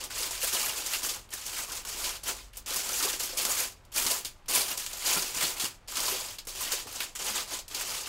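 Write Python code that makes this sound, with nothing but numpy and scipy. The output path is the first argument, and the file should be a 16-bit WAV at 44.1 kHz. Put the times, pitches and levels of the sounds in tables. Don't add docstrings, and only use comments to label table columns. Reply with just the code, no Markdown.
import sys
import numpy as np
from scipy import signal
from scipy.fft import rfft, irfft
from scipy.io import wavfile

SR = 44100
rng = np.random.default_rng(int(sys.argv[2]) if len(sys.argv) > 2 else 0)


def volts_from_decibels(level):
    exponent = np.asarray(level, float) / 20
    return 10 ** exponent


def to_wav(sig):
    pcm = np.clip(np.atleast_2d(sig), -1, 1) * 32767
    pcm = np.round(pcm).astype(np.int16)
    wavfile.write(sys.argv[1], SR, pcm.T)


N = 356416
EVENT_N = 4000

EDGES = 130 * 2 ** np.arange(0, 7.4, 1 / 3)


def rms_one(x):
    return x / np.sqrt(np.mean(x ** 2) + 1e-20)


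def in_time(rows):
    s, *columns = np.transpose(rows)
    return [np.interp(np.arange(N) / SR, s, c) for c in columns]


def at_hz(points, hz):
    points_hz, values = np.array(points)[:, 0], np.array(points)[:, 1]
    return np.interp(np.log(hz), np.log(points_hz), values)


def drift(rate_hz):
    r = np.exp(-40 * np.pi * rate_hz / SR)
    white = rng.standard_normal(N // 20 + 2002)
    slow = signal.lfilter([1], [1, -2 * r, r * r], white)[2000:]
    return np.interp(np.arange(N) / 20, np.arange(len(slow)), rms_one(slow))


def band(x, low_hz, high_hz):
    sos = signal.butter(2, [low_hz, min(high_hz, .45 * SR)], "band", fs=SR, output="sos")
    return signal.sosfilt(sos, x)


def resonance(x, hz, width_hz):
    r = np.exp(-np.pi * width_hz / SR)
    zeros = np.array([1, 0, -1]) * (1 - r * r) / 2
    return signal.lfilter(zeros, [1, -2 * r * np.cos(2 * np.pi * hz / SR), r * r], x)


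def add_event(out, start, sound):
    out[start:start + EVENT_N] += sound


def buckles(per_s, spread_db, clump_db):
    sizes = volts_from_decibels(spread_db * np.minimum(rng.exponential(1, N), 5)) * rng.choice([-1, 1], N)
    chance = per_s * volts_from_decibels(clump_db * drift(25.0)) / SR
    return sizes * (rng.random(N) < chance)


def pressure():
    # start_s, rise_s, fall_s, peak_db, boom_db (broad sheet)
    grips = [(0.0, 0.0035, 0.06, -35, -5.5), (0.10, 0.12, 0.083, -31.5, -10),
             (0.308, 0.021, 0.17, -34, -11.5), (0.4, 0.042, 0.095, -26.5, -12.5),
             (0.52, 0.018, .04, -29, -10), (0.545, 0.046, 0.26, -29, -8.5), (0.76, 0.022, .04, -39, -8),
             (0.85, 0.087, .06, -29.5, -10.5), (1.02, 0.031, 0.12, -31, -8.5),
             (1.31, 0.019, 0.19, -36.5, -12.5), (1.45, .15, 0.057, -32.5, -10.5),
             (1.66, .1, 0.055, -35, -7.5), (1.85, 0.037, 0.064, -35, -9.5), (1.92, 0.14, 0.1, -32, -7.5),
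             (2.232, 0.044, .01, -35.5, -6.5), (2.27, .016, 0.033, -28.5, -6.5),
             (2.35, 0.017, 0.095, -45, -10), (2.53, 0.057, .03, -50, -18), (2.66, 0.11, 0.076, -29.5, -10),
             (2.83, .21, .12, -28, -10), (3.192, 0.0056, 0.18, -33, -10.5),
             (3.368, 0.015, 0.056, -27.5, -14), (3.41, 0.093, 0.12, -29, -7),
             (3.55, 0.044, 0.082, -31, -10)]
    # start_s, rise_s, fall_s, peak_db, boom_db
    folds = [(3.918, 0.021, .01, -42, -9), (3.944, 0.033, 0.2, -27.5, -10), (4.02, 0.092, 0.059, -32, -3.5),
             (4.245, 0.011, 0.032, -38, -17), (4.482, 0.014, .06, -29, -9),
             (4.51, 0.075, 0.048, -24.5, -8.5), (4.66, 0.055, 0.03, -30, -7),
             (4.77, 0.009, .2, -36.5, -11.5), (4.9, 0.15, 0.037, -35.5, -10.5),
             (5.04, 0.037, 0.11, -26, -7.5), (5.08, 0.04, .07, -29, -9.5), (5.13, 0.042, 0.16, -28, -11.5),
             (5.34, 0.086, 0.1, -25.5, -8), (5.56, 0.096, 0.015, -29, -10.5)]
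    # start_s, rise_s, fall_s, peak_db, boom_db
    tucks = [(5.876, 0.034, 0.099, -35.5, -11.5), (5.945, 0.026, 0.086, -31, -7.5),
             (5.99, 0.1, 0.1, -28, -8.5), (6.17, 0.041, .13, -35.5, -9), (6.384, 0.0043, 0.012, -52, -13),
             (6.47, 0.031, .04, -35, -10.5), (6.55, 0.08, 0.12, -32, -9.5), (6.66, 0.074, 0.093, -31.5, -9),
             (6.87, 0.16, 0.04, -33.5, -8), (7.151, 0.0069, .02, -33.5, -10), (7.19, 0.11, 0.075, -30, -7),
             (7.32, 0.091, 0.02, -30, -8.5), (7.475, 0.07, 0.035, -33, -7.5), (7.7, 0.086, 0.34, -34, -7.5),
             (7.82, 0.13, .05, -33, -11), (8.05, 0.033, .02, -36, -7)]
    # time_s, crisp_db
    crisp = [
        (0, -4),
        (0.5, 1),
        (2.5, -0.5),
        (4.2, 4),
        (5.2, -0.5),
        (6.1, -0.5),
        (6.4, 0.5),
        (7.3, -3.5),
        (8.08, -2),
    ]
    settle_db, settle_boom_db = -72.5, 2
    bite_db, sink_db, release_db_per_s = 8.5, 9, 246
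    boom_per_db, sharp_db, sharp_per_db = 0.19, -3, 0.25
    firm_db = -28

    t = np.arange(N) / SR
    power = np.full(N, volts_from_decibels(2 * settle_db))
    boom = power * settle_boom_db
    for s, rise_s, fall_s, peak_db, boom_db in list(grips) + list(folds) + list(tucks):
        rise_s, fall_s = max(rise_s, .002), max(fall_s, .002)
        span = slice(round(s * SR), round((s + 1) * SR))
        knots_s = [0, rise_s, rise_s + fall_s, rise_s + fall_s + 1]
        drop_db = np.interp(t[span] - s, knots_s, [bite_db, 0, sink_db, sink_db + release_db_per_s])
        share = volts_from_decibels(2 * (peak_db - drop_db))
        power[span] += share
        boom[span] += share * (boom_db + boom_per_db * drop_db)
    level_db = 10 * np.log10(power)
    sharpness_db = in_time(crisp)[0] + sharp_db + sharp_per_db * np.minimum(level_db - firm_db, 0)
    return level_db, boom / power, sharpness_db


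def crackle(level_db, boom_db, sharp_db):
    # freq_hz, density_db (per Hz)
    foil_colour = [(76, -43), (130, -20.5), (334, -7), (775, -8.5), (1010, -8), (2070, 3), (2800, 4.5),
                   (3860, 4), (7180, 6), (11000, -2.5), (15700, -7.5)]
    wide = rms_one(buckles(1200, spread_db=3.0, clump_db=3.5))
    small = [rms_one(buckles(3000, spread_db=4.0, clump_db=7.0)) for _ in range(3)]
    out = np.zeros(N)
    for k, (lo, hi) in enumerate(zip(EDGES, EDGES[1:])):
        hz = np.sqrt(lo * hi)
        low_share = np.clip(np.log2(2000 / hz), 0, 1)
        top_share = np.clip(np.log2(hz / 6000), 0, 1)
        colour_db = at_hz(foil_colour, hz) + low_share * (boom_db + 16.5) + top_share * (sharp_db + 8.0)
        out += volts_from_decibels(colour_db + 1.43 * drift(34.5)) * band(1.52 * wide + small[k % 3], lo, hi)
    return volts_from_decibels(level_db - 3.5) * rms_one(out)


def facets(level_db):
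    pops = rms_one(buckles(400, spread_db=4.0, clump_db=3.5))
    dealt = rng.integers(0, 40, N)
    rings = np.zeros(N)
    for k, hz in enumerate(np.geomspace(1100, 7500, num=40)):
        rings += resonance(pops * (dealt == k) + 1e-18, hz, .015 * hz + 15)
    return volts_from_decibels(level_db - 14.0) * rms_one(rings)


def engine():
    # time_s, firing_hz, level_db
    firing = [
        (0, 52, -55.5),
        (1.3, 50, -59),
        (2.3, 47.02, -50),
        (3.2, 43.47, -61),
        (4.5, 42.34, -59.5),
        (6.5, 41, -67),
        (8.08, 41.2, -63),
    ]
    hz, level_db = in_time(firing)
    phase = 2 * np.pi * np.cumsum(hz * (1 + .06 * drift(8.0))) / SR
    octave = resonance(rng.standard_normal(N), 90.6, 19)
    return volts_from_decibels(level_db + 2.3 * drift(6.5)) * np.sin(phase) + volts_from_decibels(-63.0) * rms_one(octave)


def air():
    # freq_hz, density_db (per Hz)
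    air_colour = [(12, -22), (20, 9.5), (45, -2.5), (75, -11), (334, -19), (965, -18.5), (3200, -28.5),
                  (15700, -56)]
    hz = np.maximum(np.arange(N // 2 + 1) * SR / N, 5)
    spectrum = rfft(rng.standard_normal(N)) * volts_from_decibels(at_hz(air_colour, hz))
    return volts_from_decibels(-55.5) * rms_one(irfft(spectrum, N))


def snaps():
    # time_s, peak_db, centre_hz
    turn_snaps = [(0.0385, -17.5, 6800), (0.1063, -22, 2800), (0.182, -16, 7610), (0.2033, -16, 7200),
                  (0.2588, -17, 9550), (0.3092, -13, 6250), (0.4292, -13, 6350), (0.7811, -23, 7160),
                  (0.861, -12.5, 5700), (0.9343, -13, 3040), (1.0315, -13.5, 6500), (1.0924, -14, 5030),
                  (1.3367, -14.5, 7600), (1.4624, -17, 6500), (1.5898, -18, 2210), (1.718, -18, 6900),
                  (1.8505, -25, 9000), (2.0418, -12, 4540), (2.2343, -22, 7600), (2.2785, -12, 6440),
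                  (2.5704, -18, 9650), (2.6604, -28, 4740), (2.7055, -13, 6800), (2.7601, -8, 7040),
                  (2.8883, -16.5, 7100), (3.026, -9.5, 5500), (3.1996, -14.5, 5100), (3.2326, -14.5, 7460),
                  (3.3722, -10, 7100), (3.4511, -10, 6960)]
    # time_s, peak_db, centre_hz
    fold_snaps = [(3.493, -12, 7210), (3.9603, -11.5, 5700), (4.0643, -7, 5600), (4.1124, -10, 7200),
                  (4.2482, -15, 5440), (4.4864, -20, 5040), (4.6808, -18.5, 6160), (4.7744, -13.5, 6550),
                  (4.931, -19, 5600), (5.0681, -12.5, 7440), (5.363, -20, 5500), (5.4306, -20, 4250),
                  (5.599, -12.5, 4770), (5.882, -22, 5000), (5.9554, -16, 4800), (6.0016, -11, 5500),
                  (6.0818, -10, 5200), (6.3848, -21.5, 4570), (6.4702, -18.5, 6600), (6.6075, -14, 8680),
                  (6.7185, -12, 4800), (6.7974, -21, 4400), (7.004, -10.5, 2740), (7.152, -23.5, 1900),
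                  (7.2414, -19.5, 7500), (7.379, -15, 3000), (7.589, -16.5, 5100), (7.6805, -23, 6500),
                  (7.7125, -23, 3790), (7.7462, -15.5, 5400)]
    # time_s, peak_db, centre_hz
    ticks = [(1.29, -34, 3360), (1.3043, -28, 7040), (2.534, -32, 2510), (2.5574, -30, 3080),
             (3.85, -39, 4900), (3.926, -54, 4580), (4.4593, -34.5, 3520), (6.451, -32, 7310),
             (6.6754, -24, 2870), (6.926, -20.5, 9260), (7.5348, -25, 6000), (7.8102, -16, 1950),
             (7.9226, -33, 5040), (8.0074, -17.5, 5200)]
    snap_t60_s, tick_t60_s = 0.062, 0.03
    push_db, push_spread_db = -26, 2

    rows = [(*row, snap_t60_s) for row in list(turn_snaps) + list(fold_snaps)]
    rows += [(*row, tick_t60_s) for row in ticks]
    out, t = np.zeros(N + EVENT_N), np.arange(EVENT_N) / SR
    for s, peak_db, hz, t60_s in rows:
        rattle = rng.standard_normal(EVENT_N) * rng.exponential(1, EVENT_N)
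        low_db = push_db + push_spread_db * rng.standard_normal()
        burst = rattle * volts_from_decibels(-60 * t / t60_s)
        burst[0] += 3.0
        bright = band(burst, hz / 1.53, hz * 1.61) + .5 * band(burst, 1930, 16100)
        low = band(burst, 255, 910)
        start = round(s * SR)
        add_event(out, start, volts_from_decibels(peak_db - 7.5) * bright / np.abs(bright).max())
        add_event(out, start, volts_from_decibels(peak_db + low_db - 3.0) * low / np.abs(low).max())
    return out[:N]


def cracks():
    # time_s, peak_db
    creases = [(0.1861, -27), (1.851, -19), (2.0437, -26), (2.093, -13), (3.0498, -14), (3.4519, -5),
               (4.5857, -25), (4.7173, -18), (4.864, -10.5), (5.0744, -17), (5.133, -7), (5.6011, -28),
               (5.6445, -9), (5.9706, -9), (6.085, -18), (6.4707, -27), (6.7987, -29), (7.5363, -24)]
    out, t = np.zeros(N + EVENT_N), np.arange(EVENT_N) / SR
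    click = band(t == 0, 1700, 11300)
    for s, peak_db in creases:
        add_event(out, round(s * SR) - 2, -volts_from_decibels(peak_db - 3) * click / click.max())
    return out[:N]


def pings():
    # time_s, peak_db, pitch_hz
    ringing = [(0.203, -45, 495), (0.31, -41, 966), (0.432, -35.5, 524), (0.692, -30, 2870),
               (0.936, -25.5, 2780), (2.285, -34, 1345), (2.711, -41.5, 536), (2.92, -45, 505),
               (3.05, -32, 406), (3.066, -36, 1140), (3.132, -47, 503), (3.329, -39.5, 526),
               (3.393, -37.5, 513), (3.474, -39, 520), (4.062, -36.0, 1130), (4.066, -29, 2140),
               (4.15, -42.5, 530), (4.573, -37, 427), (5.112, -26, 2480), (5.163, -31, 1370),
               (5.17, -34, 404), (5.217, -42, 379), (5.439, -22.5, 4280), (6.078, -36.5, 1026),
               (6.118, -40, 380), (6.609, -37.5, 1030)]
    out, t = np.zeros(N + EVENT_N), np.arange(EVENT_N) / SR
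    for s, peak_db, hz in ringing:
        shape = (1 - np.exp(-t / 0.0014)) * volts_from_decibels(-60 * t / (0.045 + 30 / hz))
        add_event(out, round(s * SR), volts_from_decibels(peak_db) * shape * np.sin(2 * np.pi * hz * t))
    return out[:N]


def thuds():
    # time_s, peak_db, pitch_hz
    palms = [
        (4.06, -30, 330),
        (4.113, -33, 297),
        (5.165, -31, 172),
        (5.365, -33, 190),
        (5.433, -32, 200),
        (5.638, -29, 271),
        (6.472, -37, 406),
        (6.858, -39, 420),
        (7.31, -34, 230),
    ]
    out, t = np.zeros(N + EVENT_N), np.arange(EVENT_N) / SR
    for s, peak_db, hz in palms:
        add_event(out, round(s * SR), volts_from_decibels(peak_db) * volts_from_decibels(-60 * t / 0.018) * np.sin(2 * np.pi * hz * t))
    return out[:N]


def afterglow(x, t60s, lag):
    out, white = np.zeros(N), rng.standard_normal((2, N))
    for k, (lo, hi) in enumerate(zip(EDGES[::2], EDGES[2::2])):
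        keep = volts_from_decibels(-120 / at_hz(t60s, np.sqrt(lo * hi)) / SR)
        energy = signal.lfilter([1 - keep], [1, -keep], band(x, lo, hi) ** 2)
        glow = np.sqrt(energy) * rms_one(band(white[k % 2], lo, hi))
        out[lag:] += glow[:N - lag]
    return out


def scene():
    # freq_hz, t60_s
    sheet_ring = [(200, 0.031), (1000, 0.012), (5000, 0.063), (15000, 0.0033)]
    # freq_hz, t60_s
    cabin_tail = [(150, 0.091), (1000, 0.13), (5000, 0.18), (9000, 0.073), (14000, 0.1)]
    # freq_hz, width_hz, level_db
    cabin_modes = [(378.6, 8.3, -1), (509, 20, -5), (676, 22, -6), (852, 18, -1), (1004.4, 26, 2),
                   (1210, 17, -4), (1282, 20, -20)]
    echo_s, echo_share = 0.000518, -0.12

    level_db, boom_db, sharp_db = pressure()
    foil = crackle(level_db, boom_db, sharp_db) + facets(level_db)
    foil = foil + snaps() + cracks() + pings() + thuds()
    foil = foil + volts_from_decibels(-1.5) * afterglow(foil, sheet_ring, lag=20)
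    foil = foil + volts_from_decibels(-7.5) * afterglow(foil, cabin_tail, lag=260)
    foil = foil + sum(volts_from_decibels(db) * resonance(foil, hz, width_hz) for hz, width_hz, db in cabin_modes)
    foil = foil + echo_share * np.interp(np.arange(N) - echo_s * SR, np.arange(N), foil)
    return (foil + engine() + air())[None]


def top_cut(x):
    return signal.sosfilt(signal.butter(12, 16990, fs=SR, output="sos"), x)


def record(dry):
    steep = signal.ellip(14, .5, 70, 15745, fs=SR, output="sos")
    mix = signal.sosfilt(steep, dry)
    return top_cut(mix)


dry = scene()
out = record(dry)
to_wav(out)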